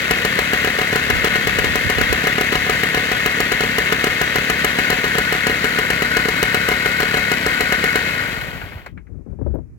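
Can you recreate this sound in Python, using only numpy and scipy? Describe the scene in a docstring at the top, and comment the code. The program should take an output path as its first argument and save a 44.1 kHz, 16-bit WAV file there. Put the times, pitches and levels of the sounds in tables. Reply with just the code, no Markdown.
"""Two-stroke outboard idling and stopping

A small single-cylinder outboard with its cover off turns about 35 times a second on a stand outdoors.
It fires mostly every four to six turns, at times stuttering: ringing modes and noise bursts make sharp
barks over a thudding intake (pressure pulses locked to the crank) and a metallic whirr (resonant noise).
The microphone moves closer, the motor is stopped and coasts down with a few last knocks;
wind noise and short pops then buffet the left port."""
import sys
import numpy as np
from scipy import signal
from scipy.fft import rfft, irfft
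from scipy.io import wavfile
from scipy.ndimage import uniform_filter1d

SR = 44100
rng = np.random.default_rng(int(sys.argv[2]) if len(sys.argv) > 2 else 0)


def file_out(sig):
    """Save sig as 16-bit WAV at sys.argv[1]."""
    # one column per channel
    cols = np.atleast_2d(sig).T
    # limit, then scale
    lim = np.clip(cols, -1, 1)
    pcm = np.round(lim * 32767).astype(np.int16)
    wavfile.write(sys.argv[1], SR, pcm)


N = 431296
TIME_S = np.arange(N) / SR
BINS_HZ = np.maximum(np.arange(N // 2 + 1) * SR / N, 1)

# full firings: start_s, crack_db
FIRINGS = [(0.11, -10.5), (0.2503, -13.5), (0.3904, -15.5), (0.5342, -17), (0.6466, -18.5), (0.8157, -23),
           (0.9585, -16.5), (1.1014, -14.5), (1.2451, -12.5), (1.3573, -24), (1.4726, -15.5),
           (1.5878, -16.5), (1.6441, -19), (1.7566, -14.5), (1.8997, -17), (2.013, -15.5), (2.1273, -14),
           (2.2707, -16), (2.4112, -15), (2.526, -22), (2.6965, -14.5), (2.8346, -18), (2.9466, -19),
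           (3.1167, -19), (3.2609, -14), (3.4037, -12.5), (3.5196, -15), (3.6076, -18.5), (3.7839, -13),
           (3.924, -15.5), (4.0421, -14), (4.2147, -14), (4.3582, -15.5), (4.4997, -14), (4.6459, -10),
           (4.788, -18.5), (4.9024, -11), (5.0424, -21), (5.1834, -13.5), (5.3253, -18.5), (5.469, -14),
           (5.6435, -18), (5.7882, -18), (5.904, -16.5), (6.0224, -19), (6.1685, -14), (6.2861, -18),
           (6.4287, -10.5), (6.5452, -12.5), (6.6877, -16.5), (6.86, -22), (7.0029, -17), (7.1714, -21.5),
           (7.3169, -15), (7.464, -16.5), (7.6076, -12.5), (7.7235, -16.5), (7.8407, -15.5), (7.9572, -16)]
# partial burns in a turn next to a full firing, dull with little crack: start_s, bark_db
STUTTERS = [(.7885, -16.5), (.929, -18.5), (1.273, -20.5), (1.985, -17), (2.241, -19.5), (2.383, -17.5),
            (2.5554, -16), (2.6667, -22.5), (4.386, -21.5), (4.928, -18.5), (5.154, -20), (5.351, -24.5),
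            (6.256, -20.5), (7.143, -16)]
# crank speed after the last firing: time_s, turns_per_s
COAST = [(7.96, 35), (8.09, 32), (8.19, 28.3), (8.31, 23.2), (8.46, 17.3), (8.6, 11.3), (8.7, 8.4),
         (8.85, 4), (8.95, 0)]
# nearness of the microphone: time_s, closeness_0_to_1
CLOSENESS = [(0, 0.31), (4.4, 0.33), (5.4, 0.55), (6.2, 0.87), (9.7, 0.8)]
# exhaust and casing modes rung by a firing: pitch_hz, relative_db, t60_s, left_minus_right_db
BARK_MODES = [(66.4, -41.5, 0.35, 3), (165.8, -20.5, 0.055, -5.5), (245, -33.5, 0.0063, -7.5),
              (448.3, -14.5, 0.042, -1), (527, -15, 0.023, -11), (573.6, -33, 0.22, 0),
              (738, -18, 0.2, -2.5), (850, -12.5, .003, 0), (1011, -24, 0.087, 7.5),
              (1247, -24, 0.055, 14.5), (1396, -16, 0.058, -1.5), (1683, -13, 0.045, 7),
              (2175, -42, .03, -3.5), (2901, -27, 0.054, 32), (4103, -18, 0.018, 8)]
# casing resonances from above and from close by: centre_hz, width_hz (before spread), relative_db
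CASING_ABOVE = [(1231, 8.8, -2.5), (1853, 400, 0), (2126, 85, 0), (2673, 290, -5.5), (3230, 40, -7.5),
                (3426, 23, -5), (3790, 280, -13), (6170, 330, -21.5), (6720, 100, -21.5), (7220, 240, -27)]
CASING_CLOSE = [(946, 44, -11.5), (1489, 100, 4), (1888, 206, -1.5), (2160, 90, 1.5), (2563, 130, -6.5),
                (3896, 140, -13), (4160, 135, -19), (7250, 130, -23)]
# relative spectra of churned air, running hiss, exhaust blast and rubbing: freq_hz, density_db_per_hz
CHURN = [(30, -31), (60, -3), (110, -3.5), (240, -1.5), (340, -7), (450, -1), (600, -4), (830, -11),
         (1200, -4), (1800, -6), (3000, -5.5), (4500, -26), (6500, -50.5)]
HISS = [(1500, -19.5), (3000, -14), (4300, 9.5), (5400, -2.5), (7400, -3.5), (9000, -7.5), (10300, -10),
        (12000, -4), (13500, -9), (16000, -8.5)]
BLAST = [(600, 4.5), (1500, 6.5), (3000, -31.5), (4300, -2.5), (5400, -1.5), (7500, -4), (10000, -8),
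         (12700, -5), (16000, -6.5)]
RUBBING = [(40, -18), (300, -2.5), (500, -2), (700, 1), (1050, -3.5), (1500, -15.5), (5000, -36),
           (9500, -38.5), (12000, -21.5), (16000, -22.5)]
# relative spectra of steady wind, a buffet and the quiet yard: freq_hz, density_db_per_hz
WIND = [(20, -11), (60, 6), (130, -1), (250, -8), (450, -22), (800, -41.5), (1500, -47), (3000, -65),
        (8000, -77)]
BUFFET = [(20, -8.5), (60, 3.5), (150, -1), (400, -0.5), (600, -7.5), (900, -22), (1600, -35), (2300, -50),
          (3200, -65), (8000, -69)]
OUTDOORS = [(40, -12), (120, 5.5), (280, -20), (520, -19), (1100, -21), (2400, -24), (3200, -42),
            (6000, -33.5), (15000, -43)]
# level balance of the two microphone ports: freq_hz, left_minus_right_db
PORT_BALANCE = [(60, 4.5), (110, -3.5), (200, -2), (380, -1), (700, 1), (1290, 4.5), (2380, 7.5), (4400, 6),
                (8120, 9.5), (15000, 10.5)]
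# phase between the ports: freq_hz, left_lead_rad
PORT_PHASE = [(50, 0.87), (400, 0.45), (1120, 1.82), (1500, 1.76), (2070, 0.5), (2410, 0.52), (3000, 4.97),
              (3800, 5.32), (5000, 1.4), (16000, 1.2)]
# correlation of the ports: freq_hz, likeness_0_to_1
PORT_LIKENESS = [(40, .4), (150, .93), (700, .94), (2000, .9), (5000, .45), (16000, .35)]
# knocks as the crank rocks to rest: start_s, ring_db, body_db, edge_db
KNOCKS = [(8.613, -27, -33, -48), (8.718, -33, -40, -54), (8.781, -38, -48, -53), (8.86, -30.5, -33, -44),
          (8.973, -39.5, -51, -74), (9.066, -53, -61, -90)]
# faint thin ticks of very high noise: start_s, level_db
TICKS = [(8.275, -38), (8.333, -43), (8.411, -40), (8.473, -45), (9.546, -55)]
# gusts on the ports: crest_s, half_length_s, left_db, right_db
GUSTS = [(1.147, 0.08, -37, -23), (1.55, 0.25, -30, -30), (1.664, .04, -39, -29), (1.858, 0.025, -40, -20),
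         (2.003, .035, -33.5, -17.5), (2.113, 0.036, -45, -23), (2.5, .25, -45, -36),
         (8.515, 0.28, -31.5, -39), (8.963, .05, -29, -47), (9.154, .07, -28, -60.5),
         (9.31, 0.032, -24, -49), (9.498, .11, -19.5, -45.5), (9.75, .08, -49.5, -39)]
# single buffets on the left port: start_s, relative_db
BUFFETS = [(9.094, -32.5), (9.142, -28), (9.189, -34), (9.209, -30.5), (9.264, -20), (9.326, -20.5),
           (9.388, -14.5), (9.413, -10.5), (9.464, -7.5), (9.541, -9.5), (9.554, -12), (9.586, -15.5)]

IDLE_TURNS_PER_S = 35
LAST_FIRING_S = FIRINGS[-1][0]
# bark of a usual firing; share of the crack's swing in dB that it follows
USUAL_CRACK_DB, BARK_DB, BARK_FOLLOWS = -14, -16.5, 0.25
# a wait this long begins with an afterburn, one turn after the firing, that fouls the cylinder
FOULED_WAIT_TURNS = 6
AFTERBURN_DB, AFTERBURN_SCATTER_DB = -18, 0.5
PARTIAL_CRACK_DB = -9  # stutter or afterburn, relative to its bark
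# base levels at idle and the power of crank speed each follows
WHIRR_DB, WHIRR_POWER = -18.5, 1.79
HISS_DB, HISS_POWER = -34, 1.54
PUMPING_DB, PUMPING_POWER = -18.5, 0.32
DRAG_DB, DRAG_POWER = -23.5, 1.42
# once nothing fires, the slack drive rattles a little louder
OVERRUN_DB, OVERRUN_RISE_S = 1, 0.091
STILL_AIR_DB, OUTDOORS_DB = -56.5, -58.5
CUTOFF_HZ = 16000


def from_db(db):
    """Decibels to gain."""
    return 10 ** (np.asarray(db) / 20)


def rms_one(x):
    """Scale to rms 1."""
    return x / np.sqrt(np.mean(x ** 2) + 1e-20)


def in_time(curve):
    """A (time_s, value) curve at every sample."""
    time_s, value = np.transpose(curve)
    return np.interp(TIME_S, time_s, value)


def per_bin(points):
    """A table over log frequency at every bin."""
    hz, value = np.transpose(points)
    return np.interp(np.log(BINS_HZ), np.log(hz), value)


def spectrum(points):
    """Gain at every bin from a table in dB."""
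    return from_db(per_bin(points))


def clicks(times_s, sizes):
    """One impulse at each time."""
    samples = np.clip(np.round(times_s * SR).astype(int), 0, N - 1)
    return np.bincount(samples, sizes, N) + 1e-18


def delayed(x, delay_s):
    """The same sound, later."""
    return np.interp(TIME_S - delay_s, TIME_S, x, left=0)


def ring(x, hz, t60_s):
    """Two-pole resonator: a unit click rings a decaying sine that starts at height 1."""
    radius = from_db(-60 / (t60_s * SR))
    step_rad = 2 * np.pi * hz / SR
    feedback = [1, -2 * radius * np.cos(step_rad), radius ** 2]
    return signal.lfilter([0, np.sin(step_rad)], feedback, x)


def fading(x, t60_s):
    """Each click becomes an exponential decay."""
    return signal.lfilter([1], [1, -from_db(-60 / (t60_s * SR))], x)


def noise(gain, drive=1):
    """Mono noise, scaled by drive, then coloured by gain; rms 1 at drive 1."""
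    return irfft(rfft(rng.standard_normal(N) * drive) * rms_one(gain), N)


def at_ports(gain, drive=1):
    """Turbulence scaled by drive and coloured by gain, partly shared by the two ports; rms 1."""
    shared, own = rfft(rng.standard_normal((2, N)) * drive)
    alike = np.clip(per_bin(PORT_LIKENESS), 0, 1)
    lean = from_db(per_bin(PORT_BALANCE) / 2)
    right = alike * shared + np.sqrt(1 - alike ** 2) * own
    right = right * np.exp(-1j * per_bin(PORT_PHASE))
    return rms_one(irfft(np.array([shared * lean, right / lean]) * gain, N))


def resonances(peaks, spread):
    """Gain of steep-sided resonances summed in power."""
    power = 0
    for hz, width_hz, db in peaks:
        offset = (BINS_HZ - hz) / (spread * width_hz)
        power = power + from_db(db) ** 2 / (1 + offset ** 2) ** 2
    return np.sqrt(power)


def crank_turns():
    """Crank angle in turns: whole turns lie between firings, then the flywheel coasts."""
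    fired_s = np.array(FIRINGS)[:, 0]
    whole = np.concatenate([[0], np.cumsum(np.round(np.diff(fired_s) * IDLE_TURNS_PER_S))])
    before = np.minimum(TIME_S - fired_s[0], 0) * IDLE_TURNS_PER_S
    coast_turns_per_s = np.maximum(in_time(COAST), 0) * (TIME_S > LAST_FIRING_S)
    return np.interp(TIME_S, fired_s, whole) + before + np.cumsum(coast_turns_per_s) / SR


def crank_speed(turns):
    """Crank speed as a share of idle."""
    return np.maximum(np.gradient(turns) * SR / IDLE_TURNS_PER_S, 1e-6)


def burns():
    """Every combustion as (start_s, bark_db, crack_db): full firings, afterburns and stutters."""
    full_s, crack_db = np.transpose(FIRINGS)
    wait_turns = np.round(np.diff(full_s) * IDLE_TURNS_PER_S)
    one_turn_later_s = full_s[:-1] + np.diff(full_s) / wait_turns
    after_s = one_turn_later_s[wait_turns >= FOULED_WAIT_TURNS]
    after_db = AFTERBURN_DB + AFTERBURN_SCATTER_DB * rng.standard_normal(len(after_s))
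    partial_s, partial_db = np.hstack([[after_s, after_db], np.transpose(STUTTERS)])
    full_db = BARK_DB + BARK_FOLLOWS * (crack_db - USUAL_CRACK_DB)
    partial = [partial_s, partial_db, partial_db + PARTIAL_CRACK_DB]
    return np.hstack([[full_s, full_db, crack_db], partial])


def barks(combustions, level_db=14, scatter_db=1.0, echo_s=0.00468, echo=0.43, lead_s=0.00018):
    """Each burn kicks the exhaust and casing modes; the ground throws the kick back."""
    start_s, bark_db, _ = combustions
    left, right = np.zeros((2, N))
    for hz, db, t60_s, lean_db in BARK_MODES:
        kick_db = bark_db + level_db + db + scatter_db * rng.standard_normal(len(start_s))
        mode = ring(clicks(start_s - 0.0008, from_db(kick_db)), hz, t60_s)
        left = left + mode * from_db(lean_db / 2)
        right = right + mode * from_db(-lean_db / 2)
    direct = [left, delayed(right, lead_s)]
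    return np.array([side + echo * delayed(side, echo_s) for side in direct])


def blasts(combustions, opening_db=-13, spit_db=0, tail_db=-17):
    """Gas cracks out as the port opens, spits hardest just after, and dies away."""
    start_s, bark_db, crack_db = combustions
    opening = clicks(start_s - 0.0002, from_db(bark_db + opening_db))
    spit = clicks(start_s + 0.00067, from_db(crack_db + spit_db))
    envelope = fading(opening, t60_s=0.037) + fading(spit, t60_s=0.014)
    envelope = envelope + from_db(tail_db) * fading(spit, t60_s=0.05)
    # the port takes about a millisecond to open
    return uniform_filter1d(envelope, size=50) * at_ports(spectrum(BLAST))


def intake(turns, gulp_hz=185, echo=0.2, echo_s=0.012, lag_turns=0.031, sway_db=-41):
    """The piston draws a gulp of air each turn, longer as the crank slows; reversals sway the casing."""
    speed = crank_speed(turns)
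    stroke = np.round(turns - turns[0] // 1).astype(int)
    chance = rng.standard_normal((stroke.max() + 1, 2))[stroke]
    late_turns, scatter_db = 0.006 * chance[:, 0], 1.2 * chance[:, 1]
    angle_turns = turns - np.round(turns) - lag_turns - late_turns
    # a short dip in pressure between two weak crests
    u = (np.pi * gulp_hz * angle_turns / IDLE_TURNS_PER_S) ** 2 / speed
    pulse = (2 * u - 1) * np.exp(-u)
    turning = np.clip(speed * 10, 0, 1)
    gulp = pulse * from_db(PUMPING_DB + scatter_db) * speed ** PUMPING_POWER * turning
    # a nearby wall returns each gulp
    gulp = gulp + echo * delayed(gulp, echo_s)
    sway = from_db(sway_db) * speed ** 2 * np.sin(4 * np.pi * turns)
    return np.array([gulp * from_db(-3.5), delayed(gulp, 0.00006)]) + sway


def running_gear(turns, whirr_trim_db=-1, hiss_trim_db=2, churn_db=-12, churn_follow=0.69,
                 slap=0.054, slap_turns=0.34, throb=0.033, throb_turns=0.05, surge=0.34, grain_db=1.5):
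    """Gears and piston rattle the casing, swelling twice a turn; the flywheel churns air."""
    speed_db = 20 * np.log10(crank_speed(turns))
    slack_db = OVERRUN_DB * np.clip((TIME_S - LAST_FIRING_S) / OVERRUN_RISE_S, 0, 1)
    whirr_db = WHIRR_DB + WHIRR_POWER * speed_db + slack_db
    hiss_db = HISS_DB + HISS_POWER * speed_db
    fired_s = np.array(FIRINGS)[:, 0]
    load = 1 + surge * fading(clicks(fired_s, np.ones(len(fired_s))), t60_s=0.14)
    teeth = from_db(grain_db * noise(1 / (1 + (BINS_HZ / 250) ** 2)))
    twice_a_turn = slap * np.cos(4 * np.pi * (turns - slap_turns))
    once_a_turn = throb * np.cos(2 * np.pi * (turns - throb_turns))
    drive = load * teeth * (1 + twice_a_turn + once_a_turn)
    close = np.clip(in_time(CLOSENESS), 0, 1)
    casing = np.sqrt(1 - close) * at_ports(resonances(CASING_ABOVE, spread=0.56), drive)
    casing += np.sqrt(close) * at_ports(resonances(CASING_CLOSE, spread=0.66), drive)
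    # the dull churning outlasts the bright rattle as the crank slows
    churn = from_db(churn_db + churn_follow * whirr_db) * at_ports(spectrum(CHURN), drive)
    hiss = from_db(hiss_db + hiss_trim_db) * at_ports(spectrum(HISS), drive)
    return from_db(whirr_db + whirr_trim_db) * casing + churn + hiss


def drag(turns, catch=0.31, catch_turns=0.1):
    """Seals rub hardest once a turn; below idle the oil film thins, and rubbing ends with the motion."""
    speed = crank_speed(turns)
    thinning = np.clip(1 - speed, 0, 1) * (TIME_S > LAST_FIRING_S)
    pressure = 1 + catch * np.cos(2 * np.pi * (turns - catch_turns))
    level = from_db(DRAG_DB) * thinning * speed ** DRAG_POWER * pressure
    return level * at_ports(spectrum(RUBBING))


def knocks(dull_hz=2800, attack_s=0.0034):
    """Drive slack closes as the crank hesitates against compression: casing ring, dull body, sharp edge."""
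    start_s, ring_db, body_db, edge_db = np.transpose(KNOCKS)

    def swell(db, t60_s):
        """Decays with a short ramped attack."""
        decay = fading(clicks(start_s + attack_s / 2, from_db(db)), t60_s)
        return uniform_filter1d(decay, int(attack_s * SR) + 1)

    ring_gain = resonances(CASING_CLOSE, spread=2.9) / np.sqrt(1 + (BINS_HZ / dull_hz) ** 6)
    ringing = swell(ring_db, t60_s=0.092) * at_ports(ring_gain)
    body = swell(body_db, t60_s=0.084) * at_ports(spectrum(RUBBING) * (BINS_HZ < dull_hz))
    edge = swell(edge_db, t60_s=0.065) * at_ports(spectrum(HISS))
    return ringing + body + edge


def ticks(low_hz=11000, high_hz=15800, t60_s=0.05):
    """Faint decaying bursts of very high noise."""
    start_s, db = np.transpose(TICKS)
    band = 1.0 * ((BINS_HZ > low_hz) & (BINS_HZ < high_hz))
    return fading(clicks(start_s, from_db(db)), t60_s) * at_ports(band)


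def gust_force():
    """Wind strength at each port: bell-shaped gusts over almost still air."""
    force = from_db(STILL_AIR_DB)
    for crest_s, half_s, left_db, right_db in GUSTS:
        bell = np.exp(-((TIME_S - crest_s) / half_s) ** 2)
        force = force + from_db([[left_db], [right_db]]) * bell
    return force


def wind(buffet_db=-7, pop_db=-1, pop_hz=270, snap_db=3, snap_hz=1600, small_per_s=70, small_db=5):
    """Turbulence differs at each port; eddies pop on the left, small ones at random with its wind."""
    start_s, db = np.transpose(BUFFETS)
    forces = gust_force()
    left, right = [noise(spectrum(WIND), force) for force in forces]
    hits = clicks(start_s, from_db(db))
    eddies = from_db(buffet_db) * noise(spectrum(BUFFET), fading(hits, t60_s=0.089))
    small = rng.uniform(-1, 1, N) * (rng.random(N) < small_per_s / SR)
    hits = hits + from_db(small_db) * forces[0] * small
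    snaps = from_db(pop_db) * ring(hits, pop_hz, t60_s=0.009) + from_db(snap_db) * hits
    pops = signal.sosfilt(signal.butter(6, snap_hz, fs=SR, output="sos"), snaps)
    return np.array([left + eddies + pops, right])


def yard():
    """Quiet outdoor noise, independent at each port."""
    return from_db(OUTDOORS_DB) * np.array([noise(spectrum(OUTDOORS)) for side in range(2)])


def scene(close_lean_db=2):
    """The motor, its running gear further left when close; the wind and a quiet yard."""
    turns, combustions = crank_turns(), burns()
    lean_db = close_lean_db * (in_time(CLOSENESS) - 0.5) / 2
    lean = from_db(lean_db * np.array([[1], [-1]]))
    firing = barks(combustions) + blasts(combustions)
    turning = intake(turns) + lean * running_gear(turns) + drag(turns)
    return firing + turning + knocks() + ticks() + wind() + yard()


def record(dry):
    """The deepest bass and the top are cut; the highest peaks are rounded."""
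    thin = signal.sosfilt(signal.butter(6, 39, "high", fs=SR, output="sos"), dry)
    held = thin / (1 + (thin / 0.9) ** 6) ** (1 / 6)
    return signal.sosfilt(signal.ellip(12, 0.1, 80, CUTOFF_HZ, fs=SR, output="sos"), held)


dry = scene()
out = record(dry)
file_out(out)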